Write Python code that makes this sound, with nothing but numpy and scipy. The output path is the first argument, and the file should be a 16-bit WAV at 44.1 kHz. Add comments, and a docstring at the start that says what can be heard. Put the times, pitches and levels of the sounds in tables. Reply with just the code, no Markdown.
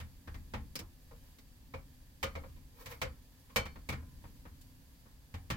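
"""Garlic frying on a camping stove

Garlic fries gently in a metal pan on a portable gas stove in a small, dry cabin. The bed is a low
rumble under the soft hiss of flame and oil. Pops in the pan and knocks on the worktop ring the pan
and the hollow stove case and thud in the cabin's low modes. Droplets snap, the oil spits once in a
longer double burst, and a steel spatula rings faintly as it is laid down."""
import sys
import numpy as np
from scipy import signal
from scipy.fft import rfft, irfft
from scipy.io import wavfile
from scipy.ndimage import uniform_filter1d

SR = 44100
rng = np.random.default_rng(int(sys.argv[2]) if len(sys.argv) > 2 else 0)


def wrap_up_sound(samples):
    """Save the sound to the file named by the first command line argument, as 16-bit audio."""
    columns = np.atleast_2d(samples).T
    # keep every value between -1 and 1, then stretch to whole-number steps
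    tamed = np.clip(columns, -1, 1)
    steps = np.round(tamed * 32767).astype(np.int16)
    wavfile.write(sys.argv[1], SR, steps)


N = 245328
TAIL = 32768  # samples in one hit or one reverb tail

# reverb time of the cabin: f/Hz, t60/s
CABIN_DECAY = [(100, 0.69), (300, 0.5), (550, 0.18), (1200, 0.3), (3000, 0.19), (7000, 0.17),
               (15000, 0.091)]
# how alike diffuse sound is left and right: f/Hz, correlation
STEREO_LIKENESS = [(60, 0.89), (290, 0.85), (640, 0.37), (1400, 0), (16000, 0.039)]
# left microphone minus right: f/Hz, level/dB
MIC_BALANCE = [(120, 0.5), (260, -1), (500, 1.5), (2000, 0.5), (4000, 0), (8000, -2.8), (13000, -4)]
# EQ curves of the low rumble, the flame-and-oil hiss and the spitting: f/Hz, level/dB
RUMBLE_EQ = [(15, -7), (32, 3), (65, 0.5), (100, -4.5), (150, -6), (205, -16), (265, -7), (320, -21.5),
             (390, -30), (700, -48)]
HISS_EQ = [(350, 5.5), (520, 8.5), (660, 4), (900, 6.5), (1400, -1), (3400, 2), (6000, 0), (9000, -2.5),
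           (10700, -1.5), (11600, 4), (13300, -1.5), (16000, 0)]
SPIT_EQ = [(300, 2), (500, 5), (1000, 9), (2200, 1.5), (4500, 0.5), (9000, -2), (12500, 7.5), (16000, 3.5)]
# whistling bands of the gas jet: f/Hz, width/Hz, level/dB
JET_BANDS = [(1700, 190, 7), (4673, 32, 11.5), (7160, 200, 2.5), (11840, 190, 1)]
# resonances of the pan on its stove, at full coupling: f/Hz, width/Hz, level/dB
STOVE_BANDS = [(375, 110, -20), (468, 22, 13), (536, 34, 15), (615, 50, -11), (655, 20, 2), (740, 110, -6),
               (820, 34, 5), (1067, 26, 10), (1250, 50, 5), (1852, 26, 8), (2153, 22, 8), (2320, 26, 12),
               (2448, 18, 8), (3055, 24, 7), (3820, 34, 7), (4830, 28, 4), (5590, 36, 7), (9800, 2500, -4)]
# ringing modes: f/Hz, relative level/dB, t60/s
PAN_MODES = [(657, -10, .25), (1023, -14, .4), (1873, -15, .28), (2153, -11, .3), (2320, 0, .25),
             (3061, 0, .27), (3144, -15, .3), (4329, -13, .52)]
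SPATULA_MODES = [(1016, -2.5, 0.99), (1448, -1, .5), (1610, -6, 0.82), (2930, -2, .3)]
CABIN_MODES = [(44.3, -7.5, 0.62), (65.6, -11.5, 0.64), (77.23, -0.5, 0.44), (91.6, -2, 0.25),
               (126.5, -5, 0.28), (172.5, -7, 0.14), (220.3, -12.5, 0.31)]  # low boom of worktop and cabin
# peaks of the bubble rushes from wet garlic: t/s, level/dB
SPIT_CUES = [(2.813, -52.5), (2.916, -50.5)]
# hits: t/s, level/dB, treble tilt/(dB per octave), thud level/dB, clink f/Hz, clink boost/dB
KNOCK_CUES = [(.001, -56, -.3, -47, 2960, 3), (.275, -53, -4, -48, 1610, 12.5),
              (.343, -58.5, -1.1, -47.5, 2050, 7), (.537, -42.5, -4, -43.5, 890, 9),
              (.809, -54.5, -12, -54, 337, 21), (3.497, -64, -3, -69, 1070, 21),
              (3.655, -50, -2, -63, 2230, 5), (3.757, -56, -5.5, -55.5, 970, 5),
              (3.889, -42.5, -0.65, -42.5, 2240, 21), (3.925, -47, -2.5, -43.5, 1430, 5),
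              (4.025, -64, -10, -56, 1030, -4), (4.240, -57, -7, -57.5, 910, 8),
              (4.453, -56, -6.5, -57.5, 1550, 0), (5.057, -64.5, -9, -70, 1190, 4),
              (5.341, -52.5, -2, -44.5, 780, 11), (5.502, -41, -0.7, -40, 1180, 6)]  # things handled on the worktop
SNAP_CUES = [(.755, -54.5, 5, -68, 5100, 13), (.791, -58, 4, -63, 5260, 8), (1.386, -71.5, 3, -71, 2060, 9),
             (4.613, -89, 9.5, -95, 5070, -4)]  # droplets bursting in hot oil
POP_CUES = [(1.111, -57, -10, -58, 486, 2), (1.738, -44.5, -6, -48, 2290, 11),
            (2.229, -37.5, -1, -44.5, 1210, 3.5), (2.353, -45, -4.5, -47, 2190, 12),
            (2.436, -52, -9.5, -50.5, 480, 4), (2.564, -71.5, -1, -69, 990, 13),
            (2.859, -55, 1.44, -52, 2100, 4), (2.915, -54.5, -0.5, -59, 2100, 6),
            (3.016, -39, -0.8, -44.5, 2200, 3.5), (3.56, -33, 0, -41, 2270, 8.5)]  # hollow pops in the pan
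# edges of a hit's six registers (body, hollow, knock, crack, bright, snap): f/Hz
REGISTER_EDGES = [160, 400, 700, 1500, 3000, 6000, 17000]
# voicing of each kind of hit, added to its cue level register by register: level/dB
KNOCK_VOICING = [-3.5, -7.5, -0.85, 1.05, -2.7, -7.5]
SNAP_VOICING = [6, -0.5, -4, -0.5, -1.5, -10.5]
POP_VOICING = [-14.5, -3, -2.35, 1.5, -2.94, -7]


def undb(db):
    """Decibels to gain."""
    return 10 ** (np.asarray(db) / 20)


def rms(x):
    """Average signal level, never quite zero."""
    return np.sqrt(np.mean(x ** 2)) + 1e-12


def decay(t, t60):
    """Envelope that falls 60 dB in t60 seconds."""
    return np.exp(-np.log(1000) * t / t60)


def bins(size):
    """Spectrum frequencies in Hz for `size` samples."""
    return np.maximum(np.arange(size // 2 + 1) * SR / size, 1)


def over_hz(table, hz):
    """Read a curve on a log-frequency axis."""
    f, value = np.transpose(table)
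    return np.interp(np.log(hz), np.log(f), value)


def eq(x, curve):
    """Colour a sound with a curve of f/Hz, level/dB."""
    return irfft(rfft(x) * undb(over_hz(curve, bins(x.shape[-1]))), x.shape[-1])


def causal_eq(x, log_gain):
    """Minimum-phase EQ, which keeps an attack free of pre-ring."""
    cepstrum = irfft(log_gain)
    cepstrum[1:TAIL // 2] *= 2
    cepstrum[TAIL // 2 + 1:] = 0
    return irfft(rfft(x) * np.exp(rfft(cepstrum)))


def band(x, lo_hz, hi_hz):
    """Causal band-pass."""
    return signal.sosfilt(signal.butter(4, [lo_hz, hi_hz], "band", fs=SR, output="sos"), x)


def resonate(x, peaks):
    """Bell filters of f/Hz, width/Hz, level/dB; a negative level cuts a notch."""
    f, gain = bins(x.shape[-1]), 1
    for hz, width, db in peaks:
        gain = gain * (1 + (undb(db) - 1) / (1 + 1j * hz / width * (f / hz - hz / f)))
    return irfft(rfft(x) * gain, x.shape[-1])


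def drift(rate_hz):
    """Smooth random modulation at unit RMS."""
    hold = int(SR / rate_hz)
    steps = np.repeat(rng.standard_normal(N // hold + 1), hold)
    slewed = uniform_filter1d(uniform_filter1d(steps, hold), hold)[:N]
    return slewed / rms(slewed)


def add(out, at_s, x):
    """Mix a sound in at its cue."""
    start = int(at_s * SR)
    out[:, start:start + x.shape[1]] += x[:, :N - start]


def diffuse(size):
    """Noise from all around: narrow in the bass, wide in the treble."""
    mid, side = rfft(rng.standard_normal((2, size)))
    alike = over_hz(STEREO_LIKENESS, bins(size))
    mid, side = mid * np.sqrt((1 + alike) / 2), side * np.sqrt((1 - alike) / 2)
    return irfft(np.array([mid + side, mid - side]), size)


def cabin(direct=7.56, build_s=0.00024, wall=0.51, wall_s=0.0068, wall_width_s=0.0069):
    """The cabin's impulse response: a direct tick, then dense reflections whose treble dies first."""
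    t = np.arange(TAIL) / SR
    air, f = rfft(diffuse(TAIL)), bins(TAIL)
    hz, t60s = np.transpose(CABIN_DECAY)
    crossovers = [np.interp(np.log(f), np.log(hz), row) for row in np.eye(len(hz))]
    response = sum(irfft(air * share) * decay(t, t60) for share, t60 in zip(crossovers, t60s))
    far_wall = 1 + wall * np.exp(-((t - wall_s) / wall_width_s) ** 2)
    response *= (1 - np.exp(-t / build_s)) * far_wall
    response[0, 10] += direct  # reaches the left microphone 10 samples later
    response[1, 0] += direct
    return response


def rumble(level_db=-58, waver_db=1.5, shudder_db=-9, shudder_t60_s=2):
    """Low murmur of burner and cabin, swelling with the thud of each pop and knock."""
    murmur, t = eq(diffuse(N), RUMBLE_EQ), np.arange(N) / SR
    power = undb(level_db) ** 2
    for at_s, _, _, thud_db, _, _ in POP_CUES + KNOCK_CUES:
        shudder = undb(thud_db + shudder_db) * decay(np.abs(t - at_s), shudder_t60_s)
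        power = power + (t >= at_s) * shudder ** 2
    return murmur / rms(murmur) * np.sqrt(power) * undb(waver_db * drift(rate_hz=3.8))


def fizz(per_second, spread_db):
    """Countless tiny bubbles bursting, smeared by the cabin."""
    sizes = undb(spread_db * np.minimum(rng.exponential(size=N), 5)) * rng.choice([-1, 1], N)
    bursts = sizes * (rng.random(N) < per_second / SR)
    wash = signal.fftconvolve(bursts[None], cabin(), axes=1)[:, :N]
    return wash / rms(wash)


def simmer(treble_db=-70, oil_db=-8, flicker_db=0.43, swell_db=2.5, swell_s=1.28, swell_width_s=0.098):
    """The gas flame's hiss with the oil's fine sizzle; together they swell once for a moment."""
    flame = resonate(diffuse(N), JET_BANDS)
    oil = undb(oil_db) * fizz(per_second=700, spread_db=3.5)
    hiss = eq(flame + oil, HISS_EQ)
    swell = np.exp(-((np.arange(N) / SR - swell_s) / swell_width_s) ** 2)
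    fader_db = treble_db + swell_db * swell + flicker_db * drift(rate_hz=6.8)
    return hiss / rms(band(hiss, 5000, 16000)) * undb(fader_db)


def spit(rise_db_per_s=305, fall_db_per_s=262):
    """Wet garlic lets off short rushes of bubbles, coloured by the pan and stove."""
    t = np.arange(N) / SR
    bubbles = eq(resonate(fizz(per_second=1400, spread_db=2.5), STOVE_BANDS), SPIT_EQ)
    envelope = sum(undb(db - np.maximum(rise_db_per_s * (peak_s - t), fall_db_per_s * (t - peak_s)))
                   for peak_s, db in SPIT_CUES)
    return bubbles / rms(bubbles) * envelope


def ring(modes, scatter_db=1, detune=0.0002, width_rad=0.45):
    """Decaying sine modes, varied at each hit in level, pitch and stereo phase."""
    t, out = np.arange(TAIL) / SR, 0
    for hz, db, t60 in modes:
        size, shift, left, right = rng.standard_normal(4)
        phase = 2 * np.pi * hz * (1 + detune * shift) * t + width_rad * np.array([[left], [right]])
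        out = out + undb(db + scatter_db * size) * decay(t, t60) * np.sin(phase)
    return out


def spatula(at_s=3.889, gain_db=-62):
    """The steel blade rings on thinly as it is laid down."""
    out = np.zeros((2, N))
    add(out, at_s, undb(gain_db) * ring(SPATULA_MODES))
    return out


def contacts(span_ms, count=12):
    """The force of a hit: a first touch, then fading contacts scattered over span_ms."""
    force = np.zeros(TAIL)
    lateness = (np.arange(count) + rng.uniform(0.16, 1, count)) / count
    force[(lateness * span_ms * SR / 1000).astype(int)] = np.exp(-lateness) * rng.choice([-1, 1], count)
    force[0] = 0.99
    return force


def whiten(burst, smooth_bins=90):
    """Flatten a burst's broad humps, so that the resonances it strikes give the colour."""
    power = np.mean(np.abs(rfft(burst)) ** 2, axis=0)
    return causal_eq(burst, -np.log(uniform_filter1d(power, smooth_bins) + 1e-12) / 2)


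def voice(hit, register_db, tilt_db, attack, tilt_from_hz=856):
    """EQ each register of a hit's attack towards its level; harder contacts tilt the treble up."""
    edges = np.array(REGISTER_EDGES)
    centres = np.sqrt(edges[1:] * edges[:-1])
    octaves = np.maximum(np.log2(centres / tilt_from_hz), 0)
    levels = [rms(band(hit[:, :attack], lo, hi)) for lo, hi in zip(edges, edges[1:])]
    log_gain = np.log(undb(register_db + tilt_db * octaves) / levels)
    low_cut = [(60, log_gain[0] - 3.5), (170, log_gain[0])]
    return causal_eq(hit, over_hz([*low_cut, *zip(centres, log_gain)], bins(TAIL)))


def strike(cues, voicing_db, coupling, contact_ms, damping_per_s, thud_rise_s=0.009):
    """Hits in three layers: stove clatter (coupling 0-1 sets its resonance), pan ring and cabin thud."""
    out, t, shared_path = np.zeros((2, N)), np.arange(TAIL) / SR, cabin()
    attack, thud_attack = int(0.03 * SR), int(0.08 * SR)
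    stove = [(hz, width, coupling * db) for hz, width, db in STOVE_BANDS]
    for at_s, db, tilt_db, thud_db, clink_hz, clink_db in cues:
        # every spot has its own way into the cabin and favours one resonance
        path = shared_path + 0.94 * cabin()
        clink = (clink_hz, 0.072 * clink_hz, clink_db)
        burst = whiten(irfft(rfft(path) * rfft(contacts(contact_ms))))
        clatter = resonate(burst, [*stove, clink]) * np.exp(-damping_per_s * t)
        add(out, at_s, voice(clatter, db + np.array(voicing_db), tilt_db, attack))
        # only strong hits set the whole pan ringing: 3 dB more ring per dB of hit
        metal, metal_db = ring(PAN_MODES), -47 + 3 * (db + 35)
        add(out, at_s, metal * undb(metal_db) / rms(metal[:, :attack]))
        thud = ring(CABIN_MODES, scatter_db=3.5, detune=0.042, width_rad=0.3)
        thud *= 1 - np.exp(-t / thud_rise_s)  # the low modes take a cycle to build up
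        add(out, at_s, thud * undb(thud_db) / rms(thud[:, :thud_attack]))
    return out


def knocks():
    """Duller knocks that reach the stove only through the worktop."""
    return strike(KNOCK_CUES, KNOCK_VOICING, coupling=0.46, contact_ms=7.6, damping_per_s=5.9)


def snaps():
    """Droplets burst in the hot oil: light, sharp ticks that die at once."""
    return strike(SNAP_CUES, SNAP_VOICING, coupling=0.52, contact_ms=6.4, damping_per_s=33)


def pops():
    """Garlic pops in the pan and rings the hollow stove case."""
    return strike(POP_CUES, POP_VOICING, coupling=0.74, contact_ms=8.8, damping_per_s=6.9)


def scene():
    """The mix: hits up front, spitting behind them, hiss and rumble as the bed."""
    return pops() + knocks() + snaps() + spatula() + spit() + simmer() + rumble()


def record(dry, top_hz=15950):
    """Two microphones of slightly different colour, then a steep high cut."""
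    balance_db = over_hz(MIC_BALANCE, bins(N)) * np.array([[0.5], [-0.5]])
    heard = irfft(rfft(dry) * undb(balance_db), N)
    return signal.sosfilt(signal.ellip(10, 0.2, 70, top_hz, fs=SR, output="sos"), heard)


dry = scene()
out = record(dry)
wrap_up_sound(out)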